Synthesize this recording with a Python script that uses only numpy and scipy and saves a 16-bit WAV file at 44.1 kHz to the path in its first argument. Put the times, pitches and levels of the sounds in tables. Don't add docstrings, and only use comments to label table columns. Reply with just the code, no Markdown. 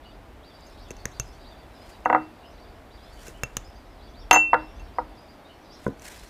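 import sys
import numpy as np
from scipy import signal
from scipy.fft import rfft, irfft
from scipy.io import wavfile
from scipy.ndimage import uniform_filter1d

SR = 44100
rng = np.random.default_rng(int(sys.argv[2]) if len(sys.argv) > 2 else 0)


def unload_wav(signal):
    wavfile.write(
        sys.argv[1],
        SR,
        np.round(np.clip(np.atleast_2d(signal).T, -1, 1) * 32767).astype(np.int16),
    )


def amplitude_ratio(level_db):
    exponent = np.asarray(level_db, float) / 20
    return 10 ** exponent


N = 277389

# (frequency [Hz], density [dB per Hz])
TRAFFIC_SPECTRUM = [(12, -41.5), (20, -9.5), (38, 5), (65, 0.5), (146, -9), (277, -3.5), (499, -8.5),
                    (660, -4.5), (1150, -12.5), (1760, -17), (2260, -19), (4810, -30), (6720, -35.5),
                    (14700, -38), (16000, -46)]
# (time [s], roar level [dB], rumble level before its random waver [dB])
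TRAFFIC_LEVELS = [(0, -51, -48), (1.9, -49.5, -52.5), (4.0, -51, -47.5), (4.8, -49.5, -48),
                  (5.2, -50, -56.5), (6.29, -50.5, -53)]
DRONE_HZ, DRONE_WIDTH_HZ, DRONE_DB = 52.5, 9.1, -7.5
RUMBLE_SWELL_DB, RUMBLE_SWELL_S = 2.5, .3

# (time [s], level [dB])
CHIRP_TIMES = [(.03, -60), (.428, -57), (.775, -57.5), (1.114, -57), (1.441, -55), (1.55, -62),
               (2.19, -65.5), (2.3, -71), (2.57, -61.5), (2.9, -59.5), (4.0, -60), (4.14, -57.5)]
# (delay [s], length [s], start [Hz], end [Hz], level over the chirp [dB])
CHIRP_PARTS = [(0, .025, 3180, 4450, 0), (0.023, 0.049, 4600, 4720, 0.5), (.07, 0.027, 3800, 3250, 0)]
# (time [s], mid pitch [Hz], level [dB])
BIRD_NOTES = [(.045, 2930, -54.5), (.536, 4640, -56), (.619, 4780, -56), (.98, 4530, -57),
              (1.258, 5100, -58), (1.799, 5000, -55.5), (1.908, 4650, -57), (2.429, 2870, -53.5),
              (2.452, 5080, -59.5), (3.02, 4980, -58), (3.338, 2960, -55), (3.642, 5050, -54),
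              (3.75, 4720, -59), (4.19, 5410, -56.5), (4.667, 5480, -67), (4.936, 4880, -61),
              (5.171, 4860, -56), (5.28, 4730, -56.5), (5.444, 3830, -57.5), (5.485, 2970, -54.5),
              (5.696, 4800, -54), (5.717, 5530, -54)]
# (start [s], end [s], level [dB])
CHORUS_BOUTS = [(.0, .15, -70), (.55, 1.487, -64), (1.763, 1.95, -63.5), (2.399, 2.74, -69.5),
                (3.045, 3.22, -60), (3.6, 4.291, -67.5), (4.596, 4.997, -64.5), (5.15, 5.554, -69.5),
                (5.699, 5.874, -62.5), (6.152, 6.29, -60.5)]
# (lowest [Hz], highest [Hz])
CHORUS_RANGE_HZ = (3035, 5424)
NOTE_S, NOTE_RISE_SHARE = .038, .08
BOUT_FADE_DB_PER_S, CHORUS_QUIET_DB = 127.5, -88.5
WARBLE_HZ = 85
GARDEN_DB, GARDEN_CHORUS_DB, GARDEN_T60_S, GARDEN_CUT_HZ = -4, 4, .25, 9000

# (time [s], low ring [dB], first dish's high ring [dB], second dish's high ring [dB],
#                  freedom from the fingers [0-1])
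GLASS_CLINKS = [(.6085, -59, -47, -47, 0.06), (0.6662, -80, -37, -53, 0.36), (1.1159, -62, -42, -49, 0.3),
                (1.259, -59.5, -41, -47.5, 0), (2.0522, -32, -33.5, -56, 0.19),
                (2.098, -29, -47, -50.5, 0.08), (2.127, -33, -52, -53, 0.3), (3.5677, -44, -42, -20, .1),
                (3.6476, -76, -65, -51, 0.3), (4.3105, -5, -0.5, -16, 0.17), (4.3291, -21, -3, -20, 0.46),
                (4.345, -13.5, -35.5, -14, 1), (4.796, -46, -43, -59, 0.32)]
# (time [s], slap [dB], bowl [dB], low ring [dB], high ring [dB])
FINGER_TAPS = [(0.885, -50, -60, -62, -40), (0.9062, -27, -24.5, -38, -26), (0.914, -28, -41, -64, -54),
               (0.967, -36, -53, -57, -43), (1.055, -10, -25, -49, -42), (1.1983, -11, -35, -32, -10),
               (3.267, -38, -52, -70, -60), (3.2817, -29, -26.5, -44, -28), (3.4345, -9, -28.5, -22.5, -13),
               (3.5687, -9.5, -38, -47, -20), (5.9956, -33, -58, -68, -60), (6.0204, -30, -52, -67, -62),
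               (6.235, -34, -66.5, -70, -60)]
# (time [s], low ring [dB])
RELEASES = [(2.147, -49), (4.35, -13.5)]
# (frequency [Hz], t60 when free [s])
LOW_RING_MODE = (2702, .38)
# (frequency [Hz], level [dB], t60 when free [s])
FIRST_DISH_MODES = [(3050, -26, .05), (4549, -30, .06), (6358, -14, .26), (11230, -27, .13),
                    (11820, -26, .15)]
SECOND_DISH_MODES = [(6993, -10, .17), (7095, -8, .18), (12170, -32, .12), (14910, -30, .078)]
# (frequency [Hz], density [dB per Hz])
GRIND_SPECTRUM = [(2000, -34), (3500, -4), (4800, 5), (8000, -16.5), (12000, -17), (16000, -28)]
HELD_FREEDOM, HELD_SECOND_DB = 0.14, -13
SWELL_S, ROCKING_S = .004, 0.055
GRIND_DB, GRIND_T60_S = -32.5, 0.24
MIN_FREEDOM = .03
SPOT_DB = 2.42

# (peak time [s], peak level [dB], rise [dB per s], fall [dB per s])
SLIDE_SWELLS = [(.68, -68, 90, 110), (1.2, -62.5, 27, 35), (1.9, -59, 85, 133), (3.199, -59.5, 60, 25),
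                (3.27, -47.5, 320, 260), (5.85, -55.5, 150, 250), (6.054, -44.5, 313, 53)]
# (frequency [Hz], density [dB per Hz])
SLIDE_SPECTRUM = [(590, -43.5), (1000, -3), (1260, -19), (1480, 5), (3710, -5.5), (7440, -4), (10400, -8.5),
                  (13000, -11.5), (16000, -17)]
GRAINS_PER_S, GRAIN_SPREAD_DB, CLUMP_DB = 7000, 0.5, 2.6

# (frequency [Hz], density [dB per Hz])
SLAP_SPECTRUM = [(180, -16.5), (300, 10), (667, -9.5), (1510, 2.5), (2320, -1), (2610, -1), (4520, -13.5),
                 (6100, 4.5), (8220, -9), (16000, -17)]
# (frequency [Hz], level over the slap [dB], t60 before freedom [s])
JOLT_MODES = [(63.7, -24, 0.13), (118, -16.5, 0.047), (343, -16, 0.008)]
# (frequency [Hz], level [dB], t60 before freedom [s])
BOWL_MODES = [(87, -17.5, 0.085), (143, -10, 0.051), (192, -4.5, 0.044), (274, -19.5, 0.13),
              (419, 4.5, 0.016), (462, -5.5, 0.026), (528, -25, 0.13), (1010, -9.5, 0.05), (1480, 2, 0.025),
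              (2050, 8, 0.014)]
# (time [s], level [dB], roll-off [Hz])
BOWL_BUMPS = [(5.8643, -9, 900), (5.879, -7, 453)]
SLAP_T60_S = .008
BOWL_ROLL_HZ, BOWL_ROLL_HZ_PER_DB, BOWL_ROLL_MIN_HZ = 900, 17, 400
BUMP_SLAP_DB, BUMP_SLAP_T60_S = -31, 0.0084

# (time [s], level [dB], hardness as roll-off [Hz], hollow level [dB])
BOARD_KNOCKS = [(2.0568, -5, 1300, -24), (2.094, -19, 1170, -43), (2.0987, -5.5, 1400, -35),
                (2.127, -7.5, 1600, -17.5), (2.1468, -3.5, 1400, -43), (2.159, -12.5, 1500, -44),
                (2.168, -21, 1400, -52), (2.175, -32, 1500, -55), (4.3107, -2, 3300, -18.5),
                (4.3296, -9, 2500, -32.5), (4.339, -8.5, 1800, -37.5), (4.352, -15, 2400, -41),
                (4.36, -7, 2100, -51.5), (4.371, -15, 1800, -49), (4.531, -3, 1400, -46),
                (4.541, -4, 1900, -38), (4.554, -18.5, 1200, -25.5), (4.984, -11, 1160, -33)]
# (frequency [Hz], level [dB], t60 before BOARD_FREEDOM [s])
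BOARD_MODES = [(138, -20, 0.36), (239, -24.5, 0.36), (499, -14, 0.14), (611, -28, 0.23), (757, -13.5, 0.13),
               (780, -12.5, 0.09), (824.4, -7, 0.075), (930.3, -4, 0.076), (900, -12, 0.034),
               (1197, -19.5, 0.014), (1258, -2.5, 0.039), (1400, -15, 0.13), (1488, -11, 0.07),
               (1760, -25.5, 0.07), (1687, -11.5, 0.058), (1982, 0, 0.029), (2140, -23.5, 0.094)]
# (frequency [Hz], density [dB per Hz])
CLICK_SPECTRUM = [(300, -45), (1200, 8), (3000, 16.5), (6000, -8.5), (16000, -25.0)]
BOARD_FREEDOM = 0.7
HOLLOW_HZ, HOLLOW_T60_S, HOLLOW_RISE_S = 312, .33, .035
USUAL_HARDNESS_HZ = 1400
CLICK_DB, CLICK_DB_PER_OCTAVE, CLICK_T60_S = -32.5, 26, 0.02
FENCE_DB, FENCE_T60_S, FENCE_CUT_HZ = -21, 0.24, 2900


def at_hz(points, hz):
    point_hz, point_db = np.array(points).T
    return np.interp(np.log(np.maximum(hz, 1)), np.log(point_hz), point_db)


def in_time(rows, column):
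    rows = np.array(rows)
    return np.interp(np.arange(N) / SR, rows[:, 0], rows[:, column])


def coloured(x, spectrum):
    gain = amplitude_ratio(at_hz(spectrum, np.fft.rfftfreq(len(x), 1 / SR)))
    y = irfft(rfft(x) * gain, len(x))
    return y / np.sqrt(np.mean(y ** 2))


def dying(t, t60):
    return np.exp(-np.log(1000) * t / t60)


def add(out, s, sound):
    i = max(round(s * SR), 0)
    out[i:i + len(sound)] += sound[:N - i]


def tail(x, db, t60, cut_hz):
    t = np.arange(int(t60 * SR)) / SR
    dull = signal.butter(1, cut_hz, fs=SR, output="sos")
    echo = signal.sosfilt(dull, rng.standard_normal(len(t)))
    echo = echo * dying(t, t60) * (t > .006)
    echo = echo / np.sqrt(np.sum(echo ** 2))
    return x + amplitude_ratio(db) * signal.fftconvolve(x, echo)[:N]


def struck(modes, db, freedom=0.89, roll_hz=30000.):
    hz, mode_db, t60 = np.transpose(modes)[:, :, None]
    t60 = t60 * np.clip(freedom, MIN_FREEDOM, 1)
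    t = np.arange(int(t60.max() * SR)) / SR
    spot = amplitude_ratio(SPOT_DB * rng.standard_normal(hz.shape))
    gain = amplitude_ratio(db + mode_db) * spot / (1 + (hz / roll_hz) ** 6) ** .5
    contact = np.sin(np.pi / 2 * np.minimum(t * roll_hz / 2.95, 1)) ** 2
    return contact * np.sum(gain * dying(t, t60) * np.sin(2 * np.pi * hz * t), axis=0)


def burst(db, t60, spectrum):
    t = np.arange(SR // 8) / SR
    shape = dying(t, t60) * (1 - np.exp(-t / 0.00016))
    puff = coloured(rng.standard_normal(len(t)), spectrum) * shape
    return amplitude_ratio(db - 5.0) * puff * np.sqrt(np.sum(shape ** 2) / np.sum(puff ** 2))


def traffic():
    noise = coloured(rng.standard_normal(N), TRAFFIC_SPECTRUM)
    rumble = signal.sosfiltfilt(signal.butter(2, 100, fs=SR, output="sos"), noise)
    roar = noise - rumble
    resonance = signal.iirpeak(DRONE_HZ, DRONE_HZ / DRONE_WIDTH_HZ, SR)
    drone = signal.lfilter(*resonance, rng.standard_normal(N))
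    low = rumble / rumble.std() + amplitude_ratio(DRONE_DB) * drone / drone.std()
    waver = np.interp(np.arange(N) / SR / RUMBLE_SWELL_S, np.arange(100), rng.standard_normal(100))
    roar_gain = amplitude_ratio(in_time(TRAFFIC_LEVELS, 1))
    low_gain = amplitude_ratio(in_time(TRAFFIC_LEVELS, 2) + RUMBLE_SWELL_DB * waver)
    return roar_gain * roar / roar.std() + low_gain * low


def whistles(notes):
    out = np.zeros(N)
    unsteady = uniform_filter1d(rng.standard_normal(N + SR), size=150) * np.sqrt(150)
    for s, length, start_hz, end_hz, db in notes:
        part = np.linspace(0, 1, max(int(length * SR), 50))
        i = max(int(s * SR), 0)
        hz = start_hz + (end_hz - start_hz) * part + WARBLE_HZ * unsteady[i:i + len(part)]
        add(out, s, amplitude_ratio(db) * np.sin(np.pi * part) ** 0.43 * np.sin(2 * np.pi * np.cumsum(hz) / SR))
    return out


def chorus():
    when, pitch, glide, size = rng.random(size=(600, 4)).T
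    lowest_hz, highest_hz = CHORUS_RANGE_HZ
    start_hz = lowest_hz + (highest_hz - lowest_hz) * pitch
    end_hz = start_hz * (0.7 + .6 * glide)
    far = whistles(zip(when * N / SR, 0.0089 + 0.024 * size, start_hz, end_hz, 8 * size))
    far = tail(far, GARDEN_CHORUS_DB, GARDEN_T60_S, GARDEN_CUT_HZ)
    t = np.arange(N) / SR
    bouts = amplitude_ratio(CHORUS_QUIET_DB)
    for start, end, db in CHORUS_BOUTS:
        outside_s = np.maximum(np.maximum(start - t, t - end), 0)
        bouts = bouts + amplitude_ratio(db - BOUT_FADE_DB_PER_S * outside_s)
    return bouts * far / far.std()


def birds():
    near = [(s + delay, length, start_hz, end_hz, db + part_db)
            for s, db in CHIRP_TIMES
            for delay, length, start_hz, end_hz, part_db in CHIRP_PARTS]
    near += [(s, NOTE_S, hz * (1 - NOTE_RISE_SHARE / 2), hz * (1 + NOTE_RISE_SHARE / 2), db)
             for s, hz, db in BIRD_NOTES]
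    return tail(whistles(near), GARDEN_DB, GARDEN_T60_S, GARDEN_CUT_HZ) + chorus()


def glass():
    out, t = np.zeros(N), np.arange(SR // 2) / SR
    hz, t60 = LOW_RING_MODE
    tapped = [(s, low_db, high_db, high_db + HELD_SECOND_DB, HELD_FREEDOM)
              for s, _, _, low_db, high_db in FINGER_TAPS]
    touches = [row[0] for row in GLASS_CLINKS + tapped + RELEASES]

    def low_ring(s, db, envelope):
        next_s = min([u for u in touches if u > s] + [9])
        fade_in = np.clip(t / .0015, 0, 1)
        fade_out = np.clip((next_s - s - t) / .0015 + 1, 0, 1) * np.clip(10 - 20 * t, 0, 1)
        tone = np.sin(2 * np.pi * hz * (t + s))
        add(out, s, amplitude_ratio(db) * fade_in * fade_out * envelope * tone)

    for s, low_db, first_db, second_db, freedom in GLASS_CLINKS + tapped:
        low_ring(s, low_db, dying(t, t60 * np.clip(freedom, MIN_FREEDOM, 1)))
        add(out, s, struck(FIRST_DISH_MODES, first_db, freedom))
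        add(out, s, struck(SECOND_DISH_MODES, second_db, freedom))
    for s, _, first_db, _, _ in GLASS_CLINKS:
        add(out, s, burst(first_db + GRIND_DB, GRIND_T60_S, GRIND_SPECTRUM))
    for s, db in RELEASES:
        build_up = 1 - .3 * np.exp(-t / SWELL_S)
        low_ring(s, db, build_up * dying(np.maximum(t - ROCKING_S, 0), t60))
    return out


def sliding():
    sizes = amplitude_ratio(GRAIN_SPREAD_DB * np.minimum(rng.exponential(1, N), 4)) * rng.choice([-1, 1], N)
    clumps = uniform_filter1d(uniform_filter1d(rng.standard_normal(N), size=200), size=200)
    present = rng.random(N) < GRAINS_PER_S / SR
    grains = coloured(sizes * present * amplitude_ratio(CLUMP_DB * clumps / clumps.std()), SLIDE_SPECTRUM)
    t = np.arange(N) / SR
    movement = sum(amplitude_ratio(db - np.maximum(rise * (s - t), fall * (t - s)))
                   for s, db, rise, fall in SLIDE_SWELLS)
    return grains * movement


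def taps_and_bumps():
    out = np.zeros(N)
    blows = []
    for s, slap_db, bowl_db, _, _ in FINGER_TAPS:
        roll_hz = max(BOWL_ROLL_HZ + BOWL_ROLL_HZ_PER_DB * (slap_db + 10), BOWL_ROLL_MIN_HZ)
        blows.append((s, slap_db, bowl_db, roll_hz, SLAP_T60_S))
    for s, db, roll_hz in BOWL_BUMPS:
        blows.append((s, db + BUMP_SLAP_DB, db, roll_hz, BUMP_SLAP_T60_S))
    for s, slap_db, bowl_db, roll_hz, t60 in blows:
        add(out, s, burst(slap_db, t60, SLAP_SPECTRUM))
        add(out, s, struck(JOLT_MODES, slap_db, roll_hz=2500))
        add(out, s, struck(BOWL_MODES, bowl_db, roll_hz=roll_hz))
    return out


def board():
    out, t = np.zeros(N), np.arange(SR // 2) / SR
    no_bass = signal.butter(2, 400, "high", fs=SR, output="sos")
    swell = (1 - np.exp(-t / HOLLOW_RISE_S)) * dying(t, HOLLOW_T60_S)
    for s, db, roll_hz, hollow_db in BOARD_KNOCKS:
        wood = struck(BOARD_MODES, db, BOARD_FREEDOM, roll_hz=roll_hz)
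        add(out, s, signal.sosfilt(no_bass, wood))
        harder_octaves = np.log2(roll_hz / USUAL_HARDNESS_HZ)
        click_db = db + CLICK_DB + CLICK_DB_PER_OCTAVE * harder_octaves
        add(out, s, burst(click_db, CLICK_T60_S, CLICK_SPECTRUM))
        add(out, s, amplitude_ratio(hollow_db) * swell * np.sin(2 * np.pi * HOLLOW_HZ * (t + s)))
    return out


def scene():
    garden = traffic() + birds()
    table = glass() + sliding() + taps_and_bumps() + board()
    return (garden + tail(table, FENCE_DB, FENCE_T60_S, FENCE_CUT_HZ))[None]


def band_limit(x):
    return signal.sosfilt(signal.butter(12, 16830, fs=SR, output="sos"), x)


def record(dry):
    top_cut = signal.cheby2(10, 50, 16300, fs=SR, output="sos")
    clipped = np.clip(dry, -1, 1)
    mix = np.clip(signal.sosfilt(top_cut, clipped), -1, 1)
    return band_limit(mix)


dry = scene()
out = record(dry)
unload_wav(out)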